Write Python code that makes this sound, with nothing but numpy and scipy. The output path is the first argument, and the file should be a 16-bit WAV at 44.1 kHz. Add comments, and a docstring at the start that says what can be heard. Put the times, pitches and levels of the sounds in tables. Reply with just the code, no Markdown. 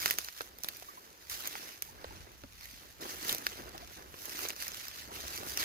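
"""Slow steps through ferns

Fronds brush and crackle along the legs while soles press the leaf litter of a damp wood floor.
Dry stems and twigs snap, wood and roots knock dully, and the wet ground gives off a few bubbles.
Light wind murmurs in the trees and touches the hand-held microphone."""
import sys
import numpy as np
from scipy import signal
from scipy.fft import rfft, irfft, next_fast_len
from scipy.io import wavfile
from scipy.ndimage import uniform_filter1d, map_coordinates

SR = 44100
rng = np.random.default_rng(int(sys.argv[2]) if len(sys.argv) > 2 else 0)


def unload_audio(sound):
    """Save the sound as a 16-bit wav file, at the path given as the first command line argument."""
    columns = np.transpose(np.atleast_2d(sound))
    # keep every value between -1 and 1, then stretch to whole-number steps
    steps = np.round(np.clip(columns, -1, 1) * 32767)
    wavfile.write(sys.argv[1], SR, steps.astype(np.int16))


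N = 248724

# stereo image of the leaves: f/Hz, left-right likeness (1 and above is mono)
LEAF_LIKENESS = [(100, 2.5), (500, 0.83), (1500, 0.5), (3000, 0.53), (6000, 0.14), (14000, -0.33)]


def amp(db):
    """Decibels to gain."""
    return 10 ** (np.asarray(db) / 20)


def unit(x):
    """Scale to rms 1."""
    return x / np.sqrt(np.mean(x ** 2) + 1e-20)


def along(points, hz):
    """Read (f/Hz, value) points on a log frequency axis."""
    f, v = np.transpose(points)
    return np.interp(np.log(hz + 1), np.log(f + 1), v)


def wobble(rate):
    """A smooth random curve with `rate` knots a second."""
    knots = rng.standard_normal(int(N * rate / SR) + 4)
    return map_coordinates(knots, [np.arange(N) * rate / SR])


def filtered(x, response):
    """Zero-phase EQ; response gives the gain at each frequency."""
    m = next_fast_len(N + 8192)
    return irfft(rfft(x, m) * response(np.fft.rfftfreq(m, 1 / SR)), m)[..., :N]


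def struck(x, colour_db):
    """Minimum-phase EQ for a short burst, so that nothing sounds before the blow."""
    n = x.shape[-1]
    cepstrum = irfft(np.log(amp(colour_db(np.fft.rfftfreq(n, 1 / SR)))))
    cepstrum[1:n // 2] *= 2
    cepstrum[n // 2 + 1:] = 0
    return irfft(rfft(x) * np.exp(rfft(cepstrum)))


def add(track, s, sound):
    """Mix a short sound in at s seconds."""
    part = track[..., max(round(s * SR), 0):][..., :sound.shape[-1]]
    part += sound[..., :part.shape[-1]]


def stereo(pair, spectrum, likeness):
    """Two unrelated signals become a coloured left and right of rms 1."""
    def mid_side_gains(hz):
        angle = np.arccos(np.clip(along(likeness, hz), -1, 1)) / 2
        return amp(along(spectrum, hz)) * np.array([np.cos(angle), np.sin(angle)])
    mid, side = filtered(pair, mid_side_gains)
    return unit(np.array([mid + side, mid - side]))


def crackle(rate, spread_db, t60):
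    """Tiny fractures of uneven size, `rate` a second, each a quickly dying burst of noise."""
    size = amp(spread_db * np.minimum(rng.standard_normal(N), 2.6))
    energy = (rng.random(N) < rate / SR) * size ** 2
    decay = amp(-120 / (t60 * SR))
    envelope = np.sqrt(signal.lfilter([1], [1, -decay], energy))
    return unit(envelope * rng.standard_normal((2, N)))


def patchy(x, depth_db, size=512):
    """Every leaf has its own tone: the colour of the rustle shifts from moment to moment."""
    spectra = signal.stft(x, nperseg=size)[2]
    patches = uniform_filter1d(rng.standard_normal(spectra.shape[1:]), size=5, axis=0)
    patches = uniform_filter1d(patches, size=4, axis=1)
    return signal.istft(spectra * amp(depth_db * unit(patches)), nperseg=size)[1][:, :N]


def stroke(s, rise, hold, sag_db_per_s, release_s):
    """Envelope of one contact: it swells, sags and lets go; rise and release each span 20 dB."""
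    t = np.arange(N) / SR - s
    swell_db = 20 * np.minimum(t, 0) / max(rise, 1 / SR)
    release_db = 20 * np.maximum(t - hold, 0) / release_s
    return amp(swell_db - sag_db_per_s * np.maximum(t, 0) - release_db)


def wind(trees_db=-64, buffet_trim_db=-1):
    """A steady murmur in the trees and a soft, lumpy rumble of air on the microphone's ports."""
    # spectrum of the treetop murmur: f/Hz, level/dB
    trees_eq = [(25, -6), (70, -2), (200, 0), (420, 0), (1000, -2.5), (2000, -1.5), (3500, -3.5),
                (6000, -5.5), (15000, -13.5)]
    # spectrum of the rumble: f/Hz, level/dB
    buffet_eq = [(15, -19), (32, -22), (50, -1), (80, -5), (130, -15), (250, -22), (800, -65)]
    # gusts on the microphone, before trim: t/s, level/dB
    gusts = [(0.1, -59), (0.3, -70.5), (0.83, -66), (1.0, -78), (1.33, -62.5), (1.7, -71.5), (2.03, -55),
             (2.36, -60.5), (3.5, -63.5), (3.65, -56.5), (4.07, -61.5), (4.25, -65.5), (4.7, -63),
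             (5.6, -56)]
    sway_db, lumps_db = .7 * wobble(2), 1.2 * wobble(10)
    gust_db = np.interp(np.arange(N) / SR, *np.transpose(gusts))
    trees = stereo(rng.standard_normal((2, N)), trees_eq, [(100, 0.85), (400, 0.28), (1200, 0.05)])
    buffet = stereo(rng.standard_normal((2, N)), buffet_eq, [(40, 0.27), (110, 0.8)])
    return amp(trees_db + sway_db) * trees + amp(gust_db + buffet_trim_db + lumps_db) * buffet


def bubbles(t60=.065, glide=2.5, attack_s=.002):
    """Each bubble from the wet ground rings briefly and rises a little in pitch."""
    # bubbles: t/s, starting f/Hz, level/dB
    blips = [(0.885, 1120, -38), (0.975, 1000, -40.5), (1.888, 865, -44.5), (1.985, 1610, -50),
             (2.105, 863, -43), (3.745, 734, -41), (3.825, 663, -41.5), (5.088, 610, -47),
             (5.106, 900, -43)]
    out, t = np.zeros(N), np.arange(SR // 10) / SR
    for s, hz, db in blips:
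        envelope = amp(db - 60 * t / t60) * (1 - np.exp(-t / attack_s))
        add(out, s, envelope * np.sin(2 * np.pi * hz * (t + glide * t ** 2)))
    return out


def thuds(trim_db=-3, t60=0.062, size=8192):
    """A sole meets roots and soil: a short, dull thud."""
    # thuds, before trim: t/s, peak level/dB
    hits = [(2.044, -50), (2.159, -57), (2.437, -41.5), (2.733, -50), (3.314, -39), (3.609, -43)]
    # body of the soil: f/Hz, level/dB
    soil_eq = [(30, -6), (120, -5), (260, 2.5), (550, -24), (1000, -13), (4000, -46)]
    out, t = np.zeros(N), np.arange(size) / SR
    for s, db in hits:
        burst = amp(-60 * t / t60) * rng.standard_normal(size)
        thud = struck(burst, lambda hz: along(soil_eq, hz))
        add(out, s, amp(db + trim_db) * thud / np.abs(thud).max())
    return out


def litter(trim_db=-1):
    """Damp leaves and sticks crunch dully under the sole and pack down until the weight comes off."""
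    # footfalls, before trim: full weight t/s, level/dB, rise/s, hold/s
    presses = [(0.05, -52.5, 0.42, 0.082), (0.42, -61.5, 0.04, 0.15), (0.66, -58.5, 0.19, 0.032),
               (1.0, -60.5, 0.62, 0.11), (1.53, -53.5, 0.42, 0.13), (2.02, -56, 0.34, 0.28),
               (2.83, -62, 0.15, 0.015), (3.008, -47.5, 0.024, 0.048), (3.31, -47.5, 0.27, 0.014),
               (3.6, -50.5, 0.44, 0.22), (3.99, -55.5, 0.14, 0.013), (4.42, -50, 0.52, 0.025),
               (4.69, -57.5, 0.33, 0.027), (5.11, -53, 0.3, 0.11), (5.41, -48, 0.4, 0.033),
               (5.62, -50, 0.16, 0.03)]
    # spectrum of the damp crunch: f/Hz, level/dB
    litter_eq = [(40, -24), (120, -6.5), (220, -4), (340, 2), (550, -2.5), (950, -4.5), (1600, -7),
                 (3000, -20), (8000, -48)]
    crunch = crackle(rate=380, spread_db=3.0, t60=0.036)
    power = sum((amp(db) * stroke(s, rise, hold, sag_db_per_s=15.5, release_s=0.26)) ** 2
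                for s, db, rise, hold in presses)
    return amp(trim_db) * np.sqrt(power) * stereo(crunch, litter_eq, LEAF_LIKENESS)


def twigs(crack=1.7, fibre_t60=0.0045, scatter_db=-12, scatter_t60=0.029, ring_width=0.13, size=4096):
    """Wood snaps, tearing its fibres, or knocks dully; it rings briefly and plants scatter the sound."""
    # snapping stems and twigs, and a few dull woody knocks:
    # t/s, attack level/dB, ring f/Hz, woody depth/dB, dry brightness/dB
    hits = [(0.059, -22, 2110, 6, -4.5), (0.1093, -21.5, 1930, -8, 0.5), (0.186, -24.5, 6900, 3.5, -2),
            (0.246, -37.5, 4840, -6, 2), (0.2859, -39, 2200, -3, -15.5), (0.4075, -35, 1500, 3.5, -24),
            (0.4171, -39, 3430, 18.5, 6.5), (0.586, -43, 860, 9, 8), (0.6354, -29.5, 6300, -12, 14),
            (0.645, -33.5, 3720, 8.5, 0.5), (0.6866, -30, 4140, -15.5, -6), (0.769, -43, 4840, -1, 19),
            (0.824, -45, 750, 6.5, -3.5), (1.2979, -34.5, 2100, -9, 6), (1.474, -25.5, 6700, 28, 37),
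            (1.5541, -40.5, 900, -4, -41), (1.8226, -29, 2240, 2, 8), (2.0443, -40, 525, 0, -31),
            (2.4367, -48, 570, 13, -15), (3.2935, -27.5, 3720, 1.5, -3.5), (3.3269, -23.5, 6130, -1, 11),
            (3.348, -29, 760, 16.5, 10), (3.383, -34.5, 6050, -1, 11), (3.467, -26.5, 1730, -7.5, -8),
            (3.779, -41.5, 5470, -12, -5.5), (4.1416, -47.5, 1010, 3, -34), (4.2552, -35, 6240, 2, 14),
            (4.452, -37.5, 1690, 7, -11), (4.487, -29, 6310, -6, 9), (4.504, -35, 2800, 3, -10),
            (4.5634, -40.5, 5640, 1, -3), (4.624, -33.5, 1800, 0, -0.5), (4.681, -33, 5770, -12, 9),
            (4.8828, -37, 4970, -7, -1), (5.281, -36.5, 2000, -8, 6), (5.5738, -28.5, 5660, -8, -5)]
    # spectrum common to all twigs: f/Hz, level/dB
    twig_eq = [(40, -8.5), (260, -7), (420, 1.5), (900, -2.5), (1400, 1.5), (1950, -1.5), (2800, 2),
               (6000, 2), (15000, 5)]
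    out, t = np.zeros((2, N)), np.arange(size) / SR
    for s, db, ring_hz, depth_db, bright_db in hits:
        burst = crack * (t == 0) + amp(-60 * t / fibre_t60) * rng.standard_normal(size)
        scatter = amp(scatter_db - 60 * t / scatter_t60) * rng.standard_normal((2, size))
        tilt = [(600, depth_db), (1800, 0), (12000, bright_db)]
        modes = [(ring_hz, 8), (2.76 * ring_hz, 5)]  # a stick's lowest bending modes: f/Hz, lift/dB
        ring = lambda hz: sum(lift / (1 + ((hz / f - 1) / ring_width) ** 2) for f, lift in modes)
        hit = struck(burst + scatter, lambda hz: along(twig_eq, hz) + along(tilt, hz) + ring(hz))
        attack_rms = np.sqrt(np.mean(hit[:, :round(.006 * SR)] ** 2))
        add(out, s, amp(db) * hit / attack_rms)
    return out


def fronds(trim_db=1, stir_db=-59.5, treble_hz=7000):
    """Fronds fizz over cloth, slip off and spring free; leaf edges catch and tiny stalks crack."""
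    # sweeps along a leg, before trim: full contact t/s, level/dB, rise/s, hold/s, dry treble/dB
    sweeps = [(0.039, -34.5, 0.29, 0.068, 0.5), (0.2, -45, 0.058, 0.074, -0.5),
              (0.38, -48, 0.12, 0.042, -0.5), (0.65, -49, 0.067, 0.38, 1), (1.306, -36, 0.015, 0.017, 2),
              (1.47, -41, 0.31, 0.25, -1.5), (1.828, -48.5, 0.011, 0.0, 5), (2.07, -51, 0.16, 0.15, -12),
              (2.62, -49.5, 0.13, 0.27, -2.5), (3.012, -42.5, 0.008, 0.1, -2),
              (3.09, -42, 0.08, 0.036, -0.5), (3.29, -33, 0.16, 0.0041, -0.5),
              (3.47, -44.5, 0.42, 0.15, -3.5), (3.76, -50.5, 0.35, 0.092, -10),
              (3.95, -48, 0.19, 0.028, -4), (4.251, -44, 0.18, 0.17, 2), (4.419, -35.5, 0.14, 0.034, -2),
              (4.614, -37, 0.06, 0.0081, -0.5), (4.75, -41.5, 0.23, 0.12, -3), (4.99, -40, 0.15, 0.0, -4.5),
              (5.149, -41, 0.075, 0.13, -3), (5.34, -37.5, 0.17, 0.021, -1.5),
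              (5.48, -40, 0.076, 0.027, 2.5), (5.6, -31, 0.06, 0.05, -4.5)]
    # spectrum of the rustle: f/Hz, level/dB
    leaf_eq = [(150, -42), (600, -10.5), (1200, -4), (1900, -1), (2400, -3), (3300, -2.5), (4500, -1.5),
               (6200, -1), (10000, -0.5), (15000, -1)]
    slide = crackle(rate=4000, spread_db=3, t60=.007)
    cracks = amp(-5) * crackle(rate=260, spread_db=5.5, t60=.005)
    rustle = stereo(patchy(slide + cracks, depth_db=2.2), leaf_eq, LEAF_LIKENESS)
    treble = filtered(rustle, lambda hz: 1 / (1 + (treble_hz / (hz + 1)) ** 4))
    body = rustle - treble
    body_power = treble_power = amp(stir_db) ** 2  # leaves keep stirring between sweeps
    for s, db, rise, hold, dry_db in sweeps:
        sweep = amp(db) * stroke(s, rise, hold, sag_db_per_s=21.5, release_s=0.15)
        body_power = body_power + sweep ** 2
        treble_power = treble_power + (amp(dry_db) * sweep) ** 2  # dry leaves fizz higher than fresh
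    flutter_db = .8 * wobble(45)
    return amp(trim_db + flutter_db) * (np.sqrt(body_power) * body + np.sqrt(treble_power) * treble)


def scene(lead_samples=19):
    """Steps over a bed of wind; nearer the right port, they are earlier and a little louder there."""
    # pan of the steps: f/Hz, left minus right level/dB
    balance = [(300, 1.5), (800, -1.5), (1500, -3.5), (3000, -0.5), (5500, -1.5), (9000, -2), (14000, -5)]
    left, right = fronds() + litter() + twigs() + thuds() + bubbles()
    steps = np.array([np.pad(left, (lead_samples, 0))[:N], right])
    panned = filtered(steps, lambda hz: amp(np.outer([.5, -.5], along(balance, hz))))
    return panned + wind()


def record(dry, top_hz=16700):
    """The microphone's ports hollow the treble; nothing passes above the band limit."""
    # colour of the microphone: f/Hz, level/dB
    mic_eq = [(6500, 2), (7400, -5), (8700, -7), (10500, -3.5), (12500, 0), (15000, -2)]
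    # roll-off into the band limit: f/Hz, level/dB
    roll_off = [(15300, 0), (15700, -14), (16700, -32)]
    return filtered(dry, lambda hz: amp(along(mic_eq, hz) + along(roll_off, hz)) * (hz < top_hz))


dry = scene()
out = record(dry)
unload_audio(out)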